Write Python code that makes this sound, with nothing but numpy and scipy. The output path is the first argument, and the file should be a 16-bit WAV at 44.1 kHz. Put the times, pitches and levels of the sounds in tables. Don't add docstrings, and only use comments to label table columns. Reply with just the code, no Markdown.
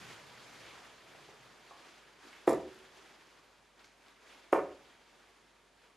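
import sys
import numpy as np
from scipy import signal
from scipy.io import wavfile

SR = 44100
rng = np.random.default_rng(int(sys.argv[2]) if len(sys.argv) > 2 else 0)


def unload_audio(sound):
    columns = np.transpose(np.atleast_2d(sound))
    steps = np.round(np.clip(columns, -1, 1) * 32767)
    wavfile.write(sys.argv[1], SR, steps.astype(np.int16))


N = 263232


def darts():
    # t/s, peak level/dB, spot (0 rim, 1 centre), scratch gain/dB re peak
    jolts = [(2.4735, -36, 0.3, -23.5), (2.4763, -14, 0.021, -35.5), (2.4788, -9.5, 0.085, -40.5),
             (2.4848, -16.5, 0.016, -33), (2.4924, -18.5, 0.048, -31), (4.5250, -39, 0.6, -25),
             (4.5285, -12.5, 0.93, -36.5), (4.5314, -11, 0.55, -44.5), (4.5340, -12.5, 1, -45.5)]
    # f/Hz, level hit at rim/dB, level hit at centre/dB, T60/s
    board_modes = [(79.5, 3, -5.5, 0.062), (213.7, -37.5, -38.5, 0.14), (290, -21.5, -12.5, 0.0688),
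                   (327, -5.5, -41, 0.058), (396, 7, -43, 0.035), (362, -24, -42, .7), (381, -23, -42, .9),
                   (464, -9.5, -11.5, 0.056), (595, -9, 9, 0.053), (555, 3.5, 12, 0.047),
                   (603, 3.5, -13, 0.043), (740, -9, 1.5, 0.038), (932, -3, 1.5, 0.022),
                   (957, -16, 15, 0.0069), (1210, -14, 4.5, 0.018), (1340, -30, -31, 0.022),
                   (1756, -5.5, -10, 0.014), (2070, -26.5, -6, .02), (2290, -18.5, -7.5, 0.0079),
                   (2687, -19, -5.5, 0.0079), (3390, -5, -20.5, 0.019)]
    t = np.arange(SR) / SR
    cushion = signal.butter(4, 2400, fs=SR, output="sos")
    low_cut = signal.butter(3, 230, "high", fs=SR, output="sos")
    scratch_band = signal.butter(1, [2500, 13000], "band", fs=SR, output="sos")
    blow = -signal.sosfilt(low_cut, signal.sosfilt(cushion, signal.unit_impulse(SR)))
    modes = np.array([ring(blow, hz, t60) for hz, _, _, t60 in board_modes])
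    rim_db, centre_db = np.array(board_modes)[:, 1:3].T
    out = 0
    for s, peak_db, spot, scratch_db in jolts:
        thud = from_db(rim_db + spot * (centre_db - rim_db)) @ modes
        scratch = signal.sosfilt(scratch_band, rng.standard_normal(SR))
        scratch *= from_db(scratch_db - 60 * t / 0.18)
        out += from_db(peak_db) * (place(s, unit_peak(thud)) + place(s - .004, scratch))
    return out


def metal_ticks():
    # t/s, relative peak level/dB, spectral tilt/(dB per octave)
    touches = [(2.4940, -38, -4), (2.5000, -46, 12), (2.5090, -44, 4), (2.5135, -49, 8), (2.5308, -42, -10),
               (2.5455, -50, 6), (2.7443, -57, 10), (2.7900, -59, 5)]
    # f/Hz, relative level/dB, T60/s
    metal_modes = [(5340, 1, .003), (7330, 2.5, 0.0076), (8820, -7, 0.003), (9600, -1.5, 0.0061),
                   (11500, -31, .005), (12800, -7, 0.0088)]
    out, t = 0, np.arange(SR // 20) / SR
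    for s, peak_db, tilt_db in touches:
        rasp = np.diff(rng.standard_normal(len(t)) * from_db(-60 * t / 0.0093))
        tick = sum(from_db(db + tilt_db * np.log2(hz / 9000)) * ring(rasp, hz, t60)
                   for hz, db, t60 in metal_modes)
        out += from_db(peak_db) * place(s, unit_peak(tick))
    return out


def small_impacts():
    # t/s, peak level ahead of the room/dB, f/Hz, T60/s
    impacts = [(0.621, -71, 65, .4), (0.777, -47, 900, 0.02), (1.148, -52, 580, 0.028),
               (1.286, -49, 523, 0.056), (1.709, -45, 800, .07), (2.235, -58, 300, .3),
               (2.33, -45.5, 2240, 0.053), (2.931, -60, 5050, .006), (3.271, -55, 4530, 0.0047),
               (3.793, -65, 1970, .04), (3.793, -55, 4170, .03), (3.843, -52, 5000, 0.1),
               (3.843, -50.5, 1700, 0.039), (3.85, -65, 9500, 0.06), (4.083, -52, 4500, .008),
               (5.839, -65, 1110, .04)]
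    out, t = 0, np.arange(SR // 2) / SR
    for s, peak_db, hz, t60 in impacts:
        resonance = signal.butter(2, [hz / 1.3, hz * 1.3], "band", fs=SR, output="sos")
        burst = rng.standard_normal(len(t)) * from_db(-60 * t / t60)
        out += from_db(peak_db) * place(s, unit_peak(signal.sosfilt(resonance, burst)))
    return out


def room(source):
    # delay/s, level ahead of the low-pass/dB
    reflections = [(.0200, -13.5), (.0268, -14.5), (.0310, -10.5), (.0360, -24), (.0590, -13), (.0700, -22)]
    # f/Hz, level/dB
    tail_spectrum = [(100, -32), (500, -33.5), (2000, -34), (6000, -33.5), (12000, -40.5)]
    # f/Hz, T60/s
    decay_times = [(80, 1), (210, 0.46), (560, 0.4), (1470, 0.35), (3880, 0.34), (10200, 0.32)]
    # f/Hz, likeness (1 = identical)
    tail_likeness = [(60, 1), (250, 0.99), (600, .96), (1500, .92), (4600, 0.98), (13600, 0.55)]
    t, rise_s = np.arange(SR) / SR, .012
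    tail = sum(noise * from_db(at_hz(tail_spectrum, hz) - 60 * t / at_hz(decay_times, hz))
               for hz, noise in noise_bands(SR, tail_likeness, width=0.97))
    echoes = np.zeros((2, SR))
    for k, (s, db) in enumerate(reflections):
        echoes[:, round(s * SR)] = from_db(db + np.array([-1.1, 1.1]) * (-1) ** k)
    echoes = signal.sosfilt(signal.butter(1, 3000, fs=SR, output="sos"), echoes)
    response = signal.unit_impulse(SR) + echoes + tail * (1 - np.exp(-t / rise_s))
    return signal.fftconvolve(source[None], response, axes=1)[:, :N]


def movement_and_air():
    # t/s, level/dB
    movement = [(0.0, -57), (0.12, -54.5), (0.23, -60), (0.68, -57.5), (1.01, -62.5), (1.16, -61),
                (1.22, -61.5), (1.55, -64.5), (1.86, -61), (2.18, -67.5), (2.24, -60), (2.45, -62),
                (2.9, -63), (3.0, -61.5), (3.55, -71), (3.75, -74), (3.8, -65), (3.87, -68.5), (3.96, -72),
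                (4.08, -66), (4.19, -69), (4.3, -60), (4.46, -66.5), (4.9, -65), (4.98, -69), (5.2, -67.5),
                (5.74, -75.5), (5.84, -68.5), (5.97, -76.5)]
    # t/s, level/dB
    floor_fade = [(0.0, -56), (0.07, -61), (0.2, -69), (0.6, -71), (0.98, -78), (1.15, -74), (1.4, -73),
                  (1.9, -84), (3.0, -85), (5.97, -92.5)]
    # f/Hz, relative density level/dB
    cloth_spectrum = [(120, -23.5), (250, -20), (500, -9.5), (1000, -2), (1800, -2.5), (3200, -7),
                      (5900, -14), (10000, -27.5), (13000, -41)]
    shoe_spectrum = [(100, -34), (200, -13.5), (300, -1.5), (500, -4.5), (900, -8), (1600, -26.5)]
    floor_spectrum = [(40, -30.5), (70, -24.5), (110, -2.5), (150, 4.5), (220, -13), (400, -35)]
    air_spectrum = [(30, -18.5), (70, -3), (160, 0.5), (440, 3), (1050, -2.5), (2260, -4), (5000, -9),
                    (9680, -15.5), (13500, -29)]
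    # f/Hz, likeness (1 = identical)
    likeness = [(60, 0.93), (180, 0.66), (530, 0.49), (1560, 0.84), (4610, 0.69), (13600, 0.16)]
    cloth_db, floor_db, air_db = in_time(movement), in_time(floor_fade), -72
    swing_db = cloth_db + 64
    shoes_db = -69 + 0.88 * swing_db
    tilt_db_per_octave = 0.0962 * swing_db
    out, common_flicker = 0, drift(rate_hz=30)
    for hz, noise in noise_bands(N, likeness, width=0.8):
        flicker_db = 0.69 * common_flicker + 1.05 * drift(rate_hz=20)
        brightness_db = tilt_db_per_octave * np.log2(hz / 2000)
        cloth = band_gain(cloth_spectrum, hz, cloth_db + brightness_db + flicker_db)
        shoes = band_gain(shoe_spectrum, hz, shoes_db + flicker_db)
        floor = band_gain(floor_spectrum, hz, floor_db + flicker_db)
        air = band_gain(air_spectrum, hz, air_db)
        out += noise * np.sqrt(cloth ** 2 + shoes ** 2 + floor ** 2 + air ** 2)
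    return out


def hum():
    # f/Hz, rms level/dB
    tones = [(50, -81), (934, -81)]
    t = np.arange(N) / SR
    return sum(np.sqrt(2) * from_db(db + 0.61 * drift(rate_hz=3)) * np.sin(2 * np.pi * hz * t)
               for hz, db in tones)


def ring(force, hz, t60):
    r, w = from_db(-60 / (t60 * SR)), 2 * np.pi * hz / SR
    return signal.lfilter([0, np.sin(w)], [1, -2 * r * np.cos(w), r * r], force + 1e-18)


def noise_bands(size, likeness, width):
    edges, white = 28 * 2 ** np.arange(0, 9.6, .5), rng.standard_normal((2, 2, size))
    for k, (low, high) in enumerate(zip(edges, edges[1:])):
        band = signal.butter(2, [low, high], "band", fs=SR, output="sos")
        mid, side = signal.sosfilt(band, white[k % 2])
        hz = np.sqrt(low * high)
        alike = at_hz(likeness, hz)
        yield hz, np.sqrt(1 + alike) * mid + width * np.sqrt(1 - alike) * side * [[1], [-1]]


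def band_gain(spectrum, hz, level_db):
    density = from_db(2 * at_hz(spectrum, np.arange(30, 14000.)))
    total_rms = np.sqrt(density.sum() / (SR / 2))
    return from_db(level_db + at_hz(spectrum, hz)) / total_rms


def drift(rate_hz):
    r = np.exp(-2 * np.pi * rate_hz * 40 / SR)
    slow = signal.lfilter([1], [1, -2 * r, r * r], rng.standard_normal(N // 40 + 2002))[2000:]
    slow /= np.sqrt(np.mean(slow ** 2))
    return np.interp(np.arange(N) / 40, np.arange(len(slow)), slow)


def from_db(db):
    return 10 ** (np.asarray(db) / 20)


def unit_peak(x):
    return x / np.abs(x).max()


def at_hz(points, hz):
    freqs, values = np.transpose(points)
    return np.interp(np.log(hz), np.log(freqs), values)


def in_time(points):
    return np.interp(np.arange(N) / SR, *np.transpose(points))


def place(s, sound):
    return np.pad(sound, (round(s * SR), N))[:N]


def scene():
    ticks = metal_ticks()
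    direct_ticks = ticks + 0.68 * metal_ticks() * [[1], [-1]]
    blows = darts() + small_impacts() + from_db(-7) * ticks
    pan = from_db([[-0.15], [0.15]])
    return pan * room(blows) + direct_ticks + movement_and_air() + hum()


def record(dry):
    balance, stopband_hz = from_db([[-0.27], [0.27]]), 14400
    return signal.sosfilt(signal.cheby2(12, 70, stopband_hz, fs=SR, output="sos"), dry * balance)


dry = scene()
out = record(dry)
unload_audio(out)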